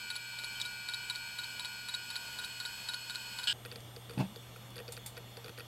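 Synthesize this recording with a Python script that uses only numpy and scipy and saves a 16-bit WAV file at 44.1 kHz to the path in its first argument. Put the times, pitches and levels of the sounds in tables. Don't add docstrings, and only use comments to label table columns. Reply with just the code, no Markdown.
import sys
import numpy as np
from scipy import signal
from scipy.fft import rfft, irfft, next_fast_len
from scipy.io import wavfile
from scipy.ndimage import uniform_filter1d, map_coordinates

SR = 44100
rng = np.random.default_rng(int(sys.argv[2]) if len(sys.argv) > 2 else 0)


def nominal_scale(level):
    x = np.asarray(level, float) / 20
    return 10 ** x


def store_wav(level_fs):
    pcm = np.round(np.clip(np.atleast_2d(level_fs), -1, 1) * 32767)
    wavfile.write(sys.argv[1], SR, pcm.T.astype(np.int16))


N = 250047
T = np.arange(N) / SR


def unit(x):
    return x / np.sqrt(np.mean(x ** 2) + 1e-20)


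def along(points, hz):
    f, v = np.transpose(points)
    return np.interp(np.log(hz + 1), np.log(f + 1), v)


def wobble(rate):
    coarse = T[::200]
    knots = rng.standard_normal(int(N * rate / SR) + 4)
    return np.interp(T, coarse, map_coordinates(knots, [coarse * rate]))


def filtered(x, response):
    m = next_fast_len(N + SR // 2)
    spectrum = rfft(x, m) * response(np.fft.rfftfreq(m, 1 / SR))
    return irfft(spectrum, m)[..., :N]


def rung(force, body, sign=-1):
    out = np.zeros(N)
    for k, (hz, width, db) in enumerate(body):
        r = np.exp(-np.pi * width / SR)
        c = r * np.cos(2 * np.pi * hz / SR)
        out += sign ** k * nominal_scale(db) * signal.lfilter([1, -c], [1, -2 * c, r * r], force)
    return out


def add(track, s, piece):
    part = track[round(s * SR):][:len(piece)]
    part += piece[:len(part)]


def tone(hz, db, slip, flutter_db):
    phase = 2 * np.pi * (hz * T + rng.random()) + slip * wobble(21.83)
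    flutter = 1 + (nominal_scale(flutter_db) - 1) * wobble(14)
    return np.sqrt(2) * nominal_scale(db) * flutter * np.sin(phase)


def rush(spectrum, humps, patchy_db, thicket_db):
    z = signal.stft(rng.standard_normal(N + 512), nperseg=512)[2]
    field = uniform_filter1d(rng.standard_normal(z.shape), size=6, axis=0)
    field = uniform_filter1d(field, size=10, axis=1)
    noise = signal.istft(z * nominal_scale(patchy_db * unit(field)), nperseg=512)[1][:N]
    grid = np.arange(0, SR / 2, 7)
    peaks = np.clip(rng.exponential(size=len(grid)) - 1, 0, 2.5) * (grid > 1500)

    def response(f):
        lift = sum(db / (1 + (2 * (f - c) / w) ** 2) for c, w, db in humps)
        return nominal_scale(along(spectrum, f) + lift + thicket_db * np.interp(f, grid, peaks))

    return unit(filtered(noise, response))


def burst(length, t60, blow, grit):
    t = np.arange(round(length * SR)) / SR
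    return blow * (t == 0) + grit * rng.standard_normal(len(t)) * nominal_scale(-60 * t / t60)


def soft(length):
    push = np.hanning(round(length * SR))
    return push / push.sum()


def spin_1():
    # (frequency [Hz], rms level [dB])
    whine = [(120.5, -63), (1648.2, -65), (1936.0, -73), (2418.5, -69), (2486.2, -56), (2503.8, -67),
             (2577.5, -62), (2651.0, -72), (2830.5, -67), (3087.5, -62), (3377.5, -69), (3388.2, -66),
             (4339.2, -52), (4356.2, -62), (5008.8, -66), (5141.0, -64), (5397.8, -70), (6292.2, -75),
             (6776.2, -69), (7744.2, -64), (7785.0, -71), (8228.8, -68), (8837.0, -77), (11469.5, -77),
             (11561.8, -78), (13018.0, -72), (13108.2, -78), (13623.8, -81), (2941.4, -66), (2893.4, -68)]
    # (frequency [Hz], rms level [dB])
    faint = [(3041, -67), (3219.5, -69), (3316, -72), (3461, -71), (3505, -69), (3682, -70), (3806, -66),
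             (3869, -66), (4134, -68), (5744, -77), (8019.2, -74), (8712.5, -78), (9941.5, -81),
             (10015.2, -81), (11383.5, -80), (11655, -80), (12454.2, -80), (12592, -79), (15170, -85)]
    # (frequency [Hz], [(time [s], level [dB])])
    drifting = [
        (1451.8, [(0, -54), (2.3, -52.5), (2.9, -62), (3.5, -55)]),
        (2339, [(0, -51), (1.2, -50), (2, -57), (2.8, -69), (3.5, -75)]),
    ]
    # (frequency [Hz], beats [1/s], a null [s])
    beating = (1544.4, 4.16, .167)
    # (frequency [Hz], density [dB per Hz])
    air = [(15, -59), (25, -12.5), (100, -11.5), (160, -13.5), (400, -16.5), (700, -16.5), (1250, -16),
           (1820, -18.5), (3680, -21.5), (5600, -19), (8000, -22.5), (9200, -26), (12300, -24.5),
           (15800, -32)]
    # (frequency [Hz], width [Hz], height [dB])
    case = [(202, 32, 7.5), (931, 114, 14), (1500, 14, 20), (2570, 360, 13), (2700, 120, -17),
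            (3010, 500, 13), (3830, 52, -15), (4100, 130, -12), (4920, 480, 8.5), (5820, 340, -7.5),
            (6820, 300, 2), (7840, 330, 12.5), (11500, 400, 5), (13300, 300, 5)]

    tones = sum(tone(hz, db, slip=.12, flutter_db=1.2) for hz, db in whine + faint)
    for hz, rows in drifting:
        tones += tone(hz, np.interp(T, *np.transpose(rows)), slip=.12, flutter_db=.8)
    hz, rate, null = beating
    beat = np.sqrt(2) * np.sin(np.pi * rate * (T - null))
    tones += tone(hz, -58, slip=.1, flutter_db=.6) * beat
    air_level = nominal_scale(-50.5 + 1.5 * wobble(4.66))
    return tones + air_level * rush(air, case, patchy_db=.5, thicket_db=5.5)


def seeks_1():
    # (start [s], stay [s])
    retries = [(.1025, .0525), (.3876, .0494), (.6003, .0511), (.8871, .0493), (1.0988, .0519),
               (1.3865, .0484), (1.5956, .0516), (1.8862, .0538), (2.1024, .0536), (2.3873, .0511),
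               (2.601, .0506), (2.8873, .0481), (3.0974, .052), (3.3872, .0452)]
    # (arm level [dB], yoke level [dB])
    out_kicks = [
        (-2.5, -1.5),
        (-6.5, -8),
    ]
    # (arm level [dB], yoke level [dB])
    back_kicks = [
        (-1, -8),
        (-7.5, 2.5),
    ]
    # (frequency [Hz], width [Hz], level [dB])
    arm_modes = [(984, 33, -16.5), (1734, 110, -11), (2960, 170, -11.5), (3870, 72, 0.5), (4014, 144, -0.5),
                 (5100, 890, -6), (7230, 260, -8.5), (7740, 340, -6.5), (9960, 71, -21.5),
                 (13200, 790, -10.5)]
    # (frequency [Hz], width [Hz], level [dB])
    broad_modes = [(2190, 1500, 5), (6700, 2100, -11), (12000, 5000, -21)]
    # (frequency [Hz], width [Hz], level [dB])
    yoke_modes = [(4400, 150, 4), (10450, 75, -9.5)]
    # (frequency [Hz], width [Hz], level [dB])
    pivot_modes = [(1449, 24, 0), (1449, 60, 0)]
    # (time after start [s], level [dB])
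    pivot_pushes = [
        (.0005, -51),
        (.002, -49.5),
    ]
    scatter_db = 1.7

    arm, yoke, pivot = np.zeros((3, N))
    out, stay = np.transpose(retries)
    way_levels_db = (-28, -29)
    way_lags = ((0, .0085), (0, .0078))
    ways = zip((out, out + stay), way_levels_db, way_lags, (out_kicks, back_kicks), pivot_pushes)
    for starts, way_db, lags, kicks, (pivot_lag, pivot_db) in ways:
        for s in starts:
            db = way_db + scatter_db * rng.standard_normal()
            chatter = nominal_scale(db - 4) * burst(.016, t60=.08, blow=0, grit=.018)
            for after, (arm_db, yoke_db) in zip(lags, kicks):
                shape = burst(.007, t60=.05, blow=.95, grit=.06)
                add(arm, s + after, nominal_scale(db + arm_db - 5.0) * shape)
                add(yoke, s + after, nominal_scale(db + yoke_db - 6.5) * shape)
            add(arm, s, chatter)
            add(yoke, s, chatter)
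            add(pivot, s + pivot_lag, nominal_scale(db + pivot_db) * np.ones(1))
    pivot_ring = rung(rung(pivot, pivot_modes[1:]), pivot_modes[:1])
    return rung(arm, arm_modes + broad_modes) - rung(yoke, yoke_modes) + pivot_ring


def slams():
    # (time [s], level [dB], frequency [Hz], width [Hz])
    ping_event = (.555, -44, 3090, 16)
    # (time [s], level [dB])
    touch = (.6138, -26.5)
    # (frequency [Hz], width [Hz], level [dB])
    head_modes = [(3440, 230, -2), (3820, 150, -2.5), (5130, 210, -2), (7050, 250, -9), (7850, 400, -7)]
    # (time [s], rms level [dB], t60 [s])
    slam = (3.4715, -30, .5)
    # (frequency [Hz], width [Hz], level [dB])
    cover_modes = [(1450, 24, -8.5), (1648, 23, -12), (1940, 37, -21), (2350, 24, -15), (2896, 25, -8),
                   (2940, 25, -5), (3083, 30, 0), (3135, 28, -11), (3627, 33, -11), (3870, 23, -8),
                   (4352, 22, -11), (5150, 42, -15), (5390, 21, -24), (7740, 22, -22)]
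    # (frequency [Hz], width [Hz], level [dB])
    fill_modes = [(1600, 1100, -13), (2300, 1100, 17), (2940, 120, 23), (3450, 440, 25.5), (4260, 610, 20),
                  (4970, 250, 18), (6750, 850, 14), (8000, 390, 18), (9900, 1500, -19)]

    ping, graze, blow, rattle = np.zeros((4, N))
    add(ping, ping_event[0], nominal_scale(ping_event[1]) * burst(0.0031, t60=.02, blow=1.0, grit=0.04))
    add(graze, touch[0], nominal_scale(touch[1]) * burst(0.011, t60=0.04, blow=0.55, grit=0.13))
    light = rung(ping, [(*ping_event[2:], 0)]) + rung(graze, head_modes)

    s, db, t60 = slam
    add(blow, s, burst(.002, t60=.01, blow=21, grit=.8))
    add(rattle, s, burst(.07, t60=t60, blow=0, grit=0.63))
    free = [(hz, w / 6, level + 11) for hz, w, level in cover_modes]
    damped = [(hz, 3 * w, level + 10 * np.log10(w)) for hz, w, level in cover_modes]
    ring = rung(blow, free) + rung(rattle, damped + fill_modes)
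    first_50_ms = ring[round(s * SR):][:SR // 20]
    return light + nominal_scale(db) * ring / np.std(first_50_ms)


def spin_2():
    # (multiple of the shaft rate, rms level [dB])
    orders = [(10, -73), (11, -74), (19, -77), (24, -72), (25, -77), (60, -78), (98, -69.5), (108, -74)]
    # (multiple of the shaft rate, [(time [s], level [dB])])
    fading = [
        (36, [(3.5, -99), (4.1, -74), (4.6, -70.5), (5.7, -69)]),
        (72, [(3.5, -71), (4.2, -68), (4.6, -78), (5.7, -89)]),
    ]
    # (frequency [Hz], density [dB per Hz])
    air = [(15, -59), (25, -17.5), (100, -12), (160, -16.5), (270, -19), (700, -19.5), (1180, -25),
           (1820, -28), (2460, -26.5), (4200, -33.5), (5090, -32.5), (8970, -35.5), (12100, -40),
           (15800, -41)]
    # (frequency [Hz], width [Hz], height [dB])
    case = [(196, 41, 5.5), (830, 1400, 3), (3437, 480, 13), (6800, 1100, 0)]
    shaft_hz = 119.98

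    tones = tone(shaft_hz, -54, slip=.04, flutter_db=.5)
    tones += sum(tone(k * shaft_hz, db, slip=.1, flutter_db=.8) for k, db in orders)
    for k, rows in fading:
        tones += tone(round(k) * shaft_hz, np.interp(T, *np.transpose(rows)), slip=.1, flutter_db=.8)
    air_level = nominal_scale(-54 + 0.15 * wobble(4.81))
    return tones + air_level * rush(air, case, patchy_db=1.5, thicket_db=4.5)


def kicks_2():
    # (time [s], arm [dB], cover [dB], frame [dB], heads [dB])
    long_seeks = [(3.6505, -40.5, -41.5, -43.5, -45), (3.7154, -39.5, -43.5, -43.5, -48.5),
                  (4.1788, -41.5, -41.5, -43, -46), (4.7576, -42, -44.5, -43.5, -45.5),
                  (4.7806, -38.5, -41.5, -42, -47), (4.88, -36.5, -46, -38.5, -55),
                  (4.9673, -39.5, -43, -45, -47), (5.1685, -39, -41, -42, -47),
                  (5.577, -41, -42, -43.5, -47), (5.5967, -39.5, -40.5, -46, -50)]
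    # (time [s], arm [dB], cover [dB], frame [dB])
    short_seeks = [(3.7584, -37, -45, -40.5), (3.9635, -41, -45, -40), (4.0953, -44, -43, -41),
                   (4.108, -44, -42, -42.5), (4.135, -50, -49, -46), (4.203, -45, -51.5, -41),
                   (4.36, -38, -49, -40), (4.5608, -62, -44, -47), (4.8005, -46, -40, -36.5),
                   (5.3703, -40.5, -44, -40.5), (5.4445, -41, -43.5, -40), (5.4604, -45, -43, -39),
                   (5.481, -46, -43, -44.5), (5.4936, -44.5, -43, -47)]
    travel_s = .0079
    brake_arm_db, brake_cover_db, brake_frame_db = -6.5, 2, 0.3

    kicks = [(s, arm, cover, frame, -52.5) for s, arm, cover, frame in short_seeks]
    for s, arm, cover, frame, heads in long_seeks:
        kicks.append((s, arm, cover, frame, heads - 6))
        kicks.append((s + travel_s, arm + brake_arm_db, cover + brake_cover_db, frame + brake_frame_db, heads))
    return kicks


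def seeks_2():
    # (frequency [Hz], width [Hz], level [dB])
    arm_modes = [(4557, 430, 5.5), (4754, 355, -3), (3690, 350, -5)]
    # (frequency [Hz], width [Hz], level [dB])
    cover_modes = [(1430, 170, 6), (1883, 50, -4), (2505, 230, 6.5), (2400, 5800, -6)]
    # (frequency [Hz], width [Hz], level [dB])
    heads_modes = [(8560, 480, 4), (9660, 130, -2.5), (10400, 200, 0), (11470, 52, -1.5), (11900, 500, 3)]
    # (frequency [Hz], width [Hz], level [dB])
    frame_modes = [(469, 26, 0)]

    arm, cover, heads, frame = np.zeros((4, N))
    for s, arm_db, cover_db, frame_db, heads_db in kicks_2():
        kick = burst(.009, t60=.022, blow=.55, grit=.11)
        add(arm, s, nominal_scale(arm_db + 3.5) * burst(.007, t60=0.025, blow=0.66, grit=0.075))
        add(cover, s, nominal_scale(cover_db - 7.0) * kick)
        add(heads, s + 0.0013, nominal_scale(heads_db - 3.5) * kick)
        add(frame, s + 0.00377, nominal_scale(frame_db) * soft(0.0014))
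    below = signal.butter(3, 5600, fs=SR, output="sos")
    band = signal.butter(3, [7500, 12800], "band", fs=SR, output="sos")
    dull = signal.sosfilt(below, rung(arm, arm_modes) + rung(cover, cover_modes))
    thin = signal.sosfilt(band, rung(heads, heads_modes))
    return dull + thin + rung(frame, frame_modes)


def snaps():
    # (time [s], peak level [dB], t60 [s], treble [dB])
    clicks = [
        (3.8043, -51, 0.043, -10),
        (4.7037, -54, 0.045, 7),
        (4.9212, -37.5, 0.15, 1),
        (5.0614, -36.5, 0.16, 3),
    ]
    # (frequency [Hz], width [Hz], level [dB])
    modes = [(850, 41, -12), (2170, 270, -2.5), (3580, 73, -3.5), (4580, 240, 1.5), (7300, 240, 3.5),
             (8460, 160, 4), (9020, 230, 6.5), (10800, 100, -12), (11300, 120, -5.5), (11600, 87, -8),
             (14700, 510, 0), (15400, 160, -14)]

    low, high = np.zeros((2, N))
    for s, db, t60, treble_db in clicks:
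        force = burst(.12, t60=t60, blow=0.39, grit=0.062)
        force += burst(.12, t60=0.029, blow=0, grit=0.1)
        add(low, s, nominal_scale(db - 9.5) * force)
        add(high, s, nominal_scale(db - 8 + treble_db) * force)
    wide = [(hz, 3 * w, db + 9) for hz, w, db in modes]
    return rung(low, wide[:7]) + rung(high, wide[7:])


def knock():
    # (time [s], level [dB])
    blows = [
        (4.1746, -32.5),
        (4.19, -35.5),
        (4.197, -32.5),
        (4.205, -29.5),
        (4.222, -33.5),
        (4.238, -43),
    ]
    # (time [s], level [dB], frequency [Hz], width [Hz])
    panel_event = (4.21, -46.5, 212, 3)
    # (frequency [Hz], width [Hz], level [dB])
    desk_modes = [(140, 27, 1), (189, 14.4, -1.5), (260, 40, -1), (317, 46, -14)]
    # (frequency [Hz], width [Hz], level [dB])
    edge_modes = [(466, 49, -19), (625, 25, -12), (715, 30, -16), (850, 75, -4.5)]
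    # (frequency [Hz], width [Hz], level [dB])
    scrape_modes = [(886, 130, -2.5), (1600, 260, -1.5), (2190, 310, -5), (2670, 100, -3), (4240, 1800, 5)]
    palm_s, knuckle_s = .003, .001

    palm, knuckle, scrape, panel = np.zeros((4, N))
    add(panel, panel_event[0], nominal_scale(panel_event[1]) * soft(palm_s))
    for s, db in blows:
        add(palm, s, nominal_scale(db + 4.5) * soft(palm_s))
        add(knuckle, s + 0.0021, nominal_scale(db + 3.0) * soft(knuckle_s))
    stroke = np.hanning(SR // 18) * rng.standard_normal(SR // 18)
    add(scrape, 4.178, nominal_scale(-60) * stroke)
    add(scrape, 4.2, nominal_scale(-62.5) * burst(0.096, t60=0.25, blow=0, grit=0.95))
    palm = signal.lfilter(*signal.butter(2, 100, "high", fs=SR), palm)
    desk = rung(palm, desk_modes, sign=0.87) + rung(knuckle, edge_modes)
    return desk + rung(panel, [(*panel_event[2:], 0)]) + rung(scrape, scrape_modes)


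def squeak():
    # (start [s], end [s], frequency [Hz], level [dB])
    whistle = (4.37, 4.49, 7950, -71)
    start, end, hz, db = whistle
    swell = np.sin(np.pi * np.clip((T - start) / (end - start), 0, 1))
    return tone(hz, db, slip=1.5, flutter_db=0.0) * swell


def scene():
    after = np.clip((T - 3.5283) / 0.0012, 0, 1)
    first = spin_1() + seeks_1() + slams()
    second = spin_2() + seeks_2() + snaps() + knock() + squeak()
    mid = (1 - after) * first + after * second
    hiss_curve = [(30, 2), (500, 1), (1000, -13), (8000, -6), (15000, 1)]  # (frequency [Hz], level [dB])
    hiss = unit(rng.standard_normal(N))
    side = nominal_scale(-78) * filtered(hiss, lambda f: nominal_scale(along(hiss_curve, f)))
    return np.array([mid + side, mid - side])


def low_pass(x):
    return signal.sosfilt(signal.butter(12, 16500, fs=SR, output="sos"), x)


def record(dry):
    mix = filtered(dry, lambda f: f < 15830)
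    return low_pass(mix)


dry = scene()
out = record(dry)
store_wav(out)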